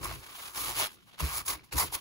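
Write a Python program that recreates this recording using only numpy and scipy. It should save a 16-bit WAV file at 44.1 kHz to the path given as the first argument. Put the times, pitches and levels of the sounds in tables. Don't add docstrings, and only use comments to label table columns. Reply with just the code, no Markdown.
import sys
import numpy as np
from scipy import signal
from scipy.fft import rfft, irfft
from scipy.io import wavfile

SR = 44100
rng = np.random.default_rng(int(sys.argv[2]) if len(sys.argv) > 2 else 0)


def log_audio(samples):
    frames = np.atleast_2d(samples).T
    limited = np.clip(frames, -1, 1)
    pcm = np.round(limited * 32767).astype(np.int16)
    wavfile.write(sys.argv[1], SR, pcm)


N = 88288


def from_db(db):
    return 10 ** (np.asarray(db) / 20)


def rms_one(x):
    return x / np.sqrt(np.mean(x ** 2) + 1e-20)


def in_time(rows):
    times_s, *columns = np.transpose(rows)
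    sample_times_s = np.arange(N) / SR
    return [np.interp(sample_times_s, times_s, column) for column in columns]


def drift(rate_hz):
    settle = 4000
    r = np.exp(-2 * np.pi * rate_hz / SR)
    wander = signal.lfilter([1], [1, -2 * r, r * r], rng.standard_normal(N + settle))
    return rms_one(wander[settle:])


def grains(per_s, spread_db):
    size_db = spread_db * np.minimum(rng.exponential(1, (2, N)), 5)
    size = from_db(size_db) * rng.choice([-1, 1], (2, N))
    happens = rng.random((2, N)) < per_s / SR
    return size * happens + 1e-18


def resonate(x, peaks):
    out = 0
    for k, (hz, width_hz, db) in enumerate(peaks):
        r = np.exp(-np.pi * width_hz / SR)
        feedback = [1, -2 * r * np.cos(2 * np.pi * hz / SR), r * r]
        ringing = rms_one(signal.lfilter([1, 0, -1], feedback, x))
        out = out + (-1) ** k * from_db(db) * ringing
    return rms_one(out)


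def filtered(x, order, hz, kind):
    return signal.sosfilt(signal.butter(order, hz, kind, fs=SR, output="sos"), x)


def coloured(x, spectrum):
    hz, db = np.transpose(spectrum)
    log_hz = np.log(np.fft.rfftfreq(N, 1 / SR) + 1)
    gain = from_db(np.interp(log_hz, np.log(hz), db))
    return rms_one(irfft(rfft(x) * gain, N))


def slide(x, shift_hz):
    turn = np.exp(2j * np.pi * np.cumsum(shift_hz) / SR)
    return np.real(signal.hilbert(x) * turn)


def patches(x):
    SWELL_DB, SWELL_RATE_HZ = 4.5, 20.5
    WANDER_HZ, WANDER_RATE_HZ = 80, 2
    RING_WIDTH_HZ, RINGS_DB = 60, -8
    rings = 0
    for hz in np.geomspace(500, 9000, 48) * rng.uniform(1.0, 1.02, 48):
        ring = resonate(x, [(hz, RING_WIDTH_HZ, 0)])
        rings = rings + ring * from_db(SWELL_DB * drift(SWELL_RATE_HZ))
    wandering = slide(rms_one(rings), WANDER_HZ * drift(WANDER_RATE_HZ))
    return rms_one(x + from_db(RINGS_DB) * wandering)


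def sandpaper():
    # (time [s], overall level [dB], coarse grit against it [dB],
    # ring of the sheet against it [dB]); the fixed _DB settings below are added to these
    rub = [(0.0, -64, 4.5, 5), (0.046, -39, -3.5, -4), (0.054, -43, -2.5, 7), (0.094, -52, 6, 4),
           (0.108, -49.5, 4.5, 6), (0.15, -50.5, 0.5, -3), (0.176, -58.5, 6.5, -3), (0.33, -56, 2, -1),
           (0.38, -49, 0.5, -9), (0.48, -48.5, 0, -1.5), (0.528, -58, -6.5, 3.5), (0.566, -39, -4.5, -3.5),
           (0.698, -39, -2.5, -4), (0.742, -47.5, 0, -1), (0.8, -31, -2.5, -10), (0.82, -35.5, 2, -5),
           (0.836, -38.5, 6, -12), (0.87, -42, -2.5, -7), (0.884, -59, 9, -19), (0.93, -60.5, -2, -8.5),
           (0.95, -59.5, -6, -25), (0.974, -76, 10, -4), (1.056, -75, 4, -8), (1.076, -65.5, 1, 1),
           (1.126, -75, 11.5, 0.5), (1.142, -68, 12.5, -14), (1.17, -80.5, 11, -4), (1.18, -63.5, 9, -23),
           (1.204, -35.5, -4.5, 2), (1.22, -46.5, 3.5, -18), (1.238, -45, -0.5, 1), (1.254, -42, 1, -12),
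           (1.308, -44, -1, 1.5), (1.356, -38, -8, -3), (1.378, -35, -9, -7.5), (1.412, -47, -2, 1),
           (1.426, -59.5, 1, 2), (1.447, -64, 3, -8), (1.462, -39, -16, -8), (1.477, -40, -8.5, -6),
           (1.482, -30.5, -8, -12.5), (1.505, -35.5, -3.5, -5.5), (1.54, -42.5, -1.5, -3.5),
           (1.56, -56, 5, 7.5), (1.57, -60, 3.5, 1), (1.626, -82, 16, 1), (1.646, -62, 0.5, -1),
           (1.706, -85.5, 14, 4), (1.722, -53.5, 7.5, -7), (1.73, -40, -0.5, -7), (1.75, -49.5, 0.5, -2),
           (1.786, -27, -13, -4), (1.838, -35, -1.5, 0), (1.88, -53, 2.5, -10), (1.912, -62, 4.5, -3.5),
           (1.926, -44, -7, -8), (1.942, -39, -8, 1.5), (1.952, -32.5, -3.5, -7), (1.968, -50, 2, 4.5),
           (2, -57, 0, -4)]
    # (frequency [Hz], level [dB])
    grit_colour = [(200, -0.5), (600, -3.5), (1500, 7), (1900, 2.5), (2400, 5.5), (2800, 5), (4000, 1.5),
                   (5800, -6.5), (7500, -7.5), (10300, -1.5), (12500, -4), (14000, -4.5), (14900, -7),
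                   (16000, -3.5)]
    # (time [s], level change [dB])
    rasp = [(.15, -2), (.45, 3), (.65, 1), (.85, 1.5), (1.14, 4.5), (1.27, -5.5), (1.38, 0), (1.8, -4.5),
            (1.95, 3)]
    # (frequency [Hz], width [Hz], level [dB])
    sheet_peaks = [(785, 420, -5.5), (1097, 160, 3.5), (1334, 430, -1.5), (2220, 83, -5.5)]
    # (time [s], shift [Hz])
    bend = [(0, -0.5), (.3, 60.5), (.55, 79.5), (.7, -10), (.8, -110), (1.15, 40), (1.4, 49), (1.55, -30),
            (1.8, -120), (2, 20.5)]
    GRIT_PER_S, GRIT_SPREAD_DB = 20000, 2
    FLICKER_DB, FLICKER_RATE_HZ = 0.5, 22
    SPLIT_HZ = 5760
    FINE_DB, COARSE_DB, SHEET_DB = 5, 1.5, -0.5
    RASP_BAND_HZ = 2620, 4240
    SHEET_PER_S, SHEET_SPREAD_DB = 4000, 0

    rub_db, coarse_db, ring_db = in_time(rub)
    clicks = rms_one(grains(GRIT_PER_S, GRIT_SPREAD_DB))
    grit = coloured(patches(clicks), grit_colour) * from_db(FLICKER_DB * drift(FLICKER_RATE_HZ))
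    coarse = rms_one(filtered(grit, 4, SPLIT_HZ, "low"))
    fine = rms_one(filtered(grit, 4, SPLIT_HZ, "high"))

    rasp_change = from_db(*in_time(rasp)) - 1
    coarse = coarse + rasp_change * filtered(coarse, 2, RASP_BAND_HZ, "band")

    sheet = resonate(grains(SHEET_PER_S, SHEET_SPREAD_DB), sheet_peaks)
    sheet = slide(sheet * from_db(SHEET_DB + ring_db), *in_time(bend))

    hiss = from_db(FINE_DB) * fine + from_db(COARSE_DB + coarse_db) * coarse
    return from_db(rub_db) * (hiss + sheet)


def table():
    # (time [s], boom level [dB], upper tones against it [dB]); LOW_DB and UPPER_DB are added
    push = [(0, -39, -18), (.04, -41, -2.5), (.15, -46, -7), (.19, -49, -9), (.27, -74.5, 13),
            (.51, -67.5, -9), (.56, -55.5, 5.5), (.7, -48, 0.5), (.76, -53, -3), (.82, -45, 1.5),
            (.9, -70, -2), (.98, -70.5, 7.5), (1.17, -96, -21), (1.2, -56, 5), (1.24, -40.5, 3.5),
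            (1.3, -51, -20), (1.36, -47, -11), (1.42, -50.5, -8), (1.46, -63, -13), (1.5, -46, 1),
            (1.56, -55, 2), (1.63, -62, -5), (1.7, -77, -20), (1.73, -52, 4), (1.76, -31.5, -6.5),
            (1.8, -50, -15), (1.84, -49, 9), (1.87, -55, 3.5), (1.9, -47, -24), (1.93, -62, 13.5),
            (1.95, -51.5, 1.5), (2, -63, 2)]
    # (frequency [Hz], width [Hz], level [dB])
    low_peaks = [(47.2, 20, -6), (59.2, 22.7, -3), (114, 22, -8), (144, 70, -10.5)]
    # (frequency [Hz], width [Hz], level [dB])
    upper_peaks = [(286, 108, 6.5), (482, 260, 0.5)]
    LOW_DB, UPPER_DB = -1.64, -3

    boom_db, upper_db = in_time(push)
    pressure = resonate(rng.standard_normal((2, N)), [(82, 410, 0)])
    low = resonate(pressure, low_peaks)
    upper = resonate(rng.standard_normal((2, N)), upper_peaks)
    return from_db(boom_db) * (from_db(LOW_DB) * low + from_db(UPPER_DB + upper_db) * upper)


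def snags():
    # (start time [s], level [dB], pitch [Hz], crack against the ring [dB])
    snag_list = [(0.031, -27, 1005, -2), (0.054, -19.5, 1130, -15), (0.112, -26, 670, 6),
                 (1.182, -38.5, 1190, -1), (1.2, -21, 1045, -5.5), (1.234, -25.5, 1150, -4),
                 (1.48, -33, 1070, -11), (1.505, -24, 1070, -18), (1.52, -32.5, 1080, -10),
                 (1.593, -37, 2280, -1.5), (1.78, -17, 860, -3.5), (1.924, -27.5, 880, -17)]
    RISE_S = 0.0026
    RING_T60_S, CRACK_T60_S = 0.014, 0.0079
    CRACK_BAND_HZ = 450, 2200

    out, t = np.zeros(N + SR), np.arange(SR // 20) / SR
    rise = np.minimum(t / RISE_S, 1)
    for start_s, db, hz, crack_db in snag_list:
        noise = rms_one(filtered(rng.standard_normal(len(t)), 4, CRACK_BAND_HZ, "band"))
        crack = from_db(crack_db - 60 * t / CRACK_T60_S) * noise
        ring = from_db(-60 * t / RING_T60_S) * np.sin(2 * np.pi * hz * t)
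        out[int(start_s * SR):][:len(t)] += from_db(db) * rise * (ring + crack)
    return out[:N]


def thumps():
    # (start time [s], level [dB], pitch of the low tone [Hz])
    blows = [(1.207, -26, 67.4), (1.511, -48, 59), (1.729, -33, 70), (1.802, -42, 82)]
    LOW_RISE_S, UPPER_RISE_S = 0.035, 0.021
    UPPER_HZ, UPPER_DB = 153.3, -8.5

    out, t = np.zeros(N + SR), np.arange(SR // 4) / SR
    low_swell = (t / LOW_RISE_S * np.exp(1 - t / LOW_RISE_S)) ** 5
    upper_swell = t / UPPER_RISE_S * np.exp(1 - t / UPPER_RISE_S)
    upper = upper_swell * from_db(UPPER_DB) * np.sin(2 * np.pi * UPPER_HZ * t)
    for start_s, db, hz in blows:
        low = low_swell * np.sin(2 * np.pi * hz * t)
        out[int(start_s * SR):][:len(t)] += from_db(db) * (low + upper)
    return out[:N]


def room_noise():
    ROOM_DB = -64.5
    # (frequency [Hz], level [dB])
    spectrum = [(40, -9), (100, 4), (250, 6.5), (600, -27), (3000, -13.5), (16000, -35)]
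    return from_db(ROOM_DB) * coloured(rng.standard_normal((2, N)), spectrum)


def ports(direct, scattered):
    # (frequency [Hz], phase lead [rad], likeness [0-1], left minus right level [dB])
    port_curves = [(30, .3, .95, .5), (65, 0.01, .99, .4), (130, -1.3, .95, .1), (230, -2.5, .9, .3),
                   (290, -4.6, .8, 1.5), (340, -6.2, .85, 1.5), (430, -6.7, .85, 1.5),
                   (780, -6.3, .85, 3.5), (1100, -7, .9, 3.5), (1500, -9, .55, -.3), (2000, -8.5, .15, -.6),
                   (3000, -9.3, .35, -.6), (4600, -12.5, .45, -3.5), (5300, -12, .3, -4.5),
                   (6500, -12.5, .7, -.4), (8550, -9.4, .98, 0), (11000, -6.3, .93, 0),
                   (13350, -3.14, .98, 0), (15600, 0, .93, 0)]
    hz, *columns = np.transpose(port_curves)
    bins_hz = np.fft.rfftfreq(N, 1 / SR)
    lead, alike, pan_db = (np.interp(bins_hz, hz, column) for column in columns)
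    alike = np.clip(alike, 0, 1)
    left = rfft(direct)
    shifted = alike * np.exp(1j * lead) * left
    right = shifted + np.sqrt(1 - alike ** 2) * rfft(scattered)
    return irfft([left * from_db(pan_db / 2), right * from_db(-pan_db / 2)], N)


def scene():
    direct, scattered = sandpaper() + table() + snags() + thumps() + room_noise()
    return ports(direct, scattered)


def record(dry):
    CUTOFF_HZ, RIPPLE_DB, REJECTION_DB = 15720, 0.5, 70
    low_pass = signal.ellip(12, RIPPLE_DB, REJECTION_DB, CUTOFF_HZ, fs=SR, output="sos")
    return signal.sosfilt(low_pass, dry)


dry = scene()
out = record(dry)
log_audio(out)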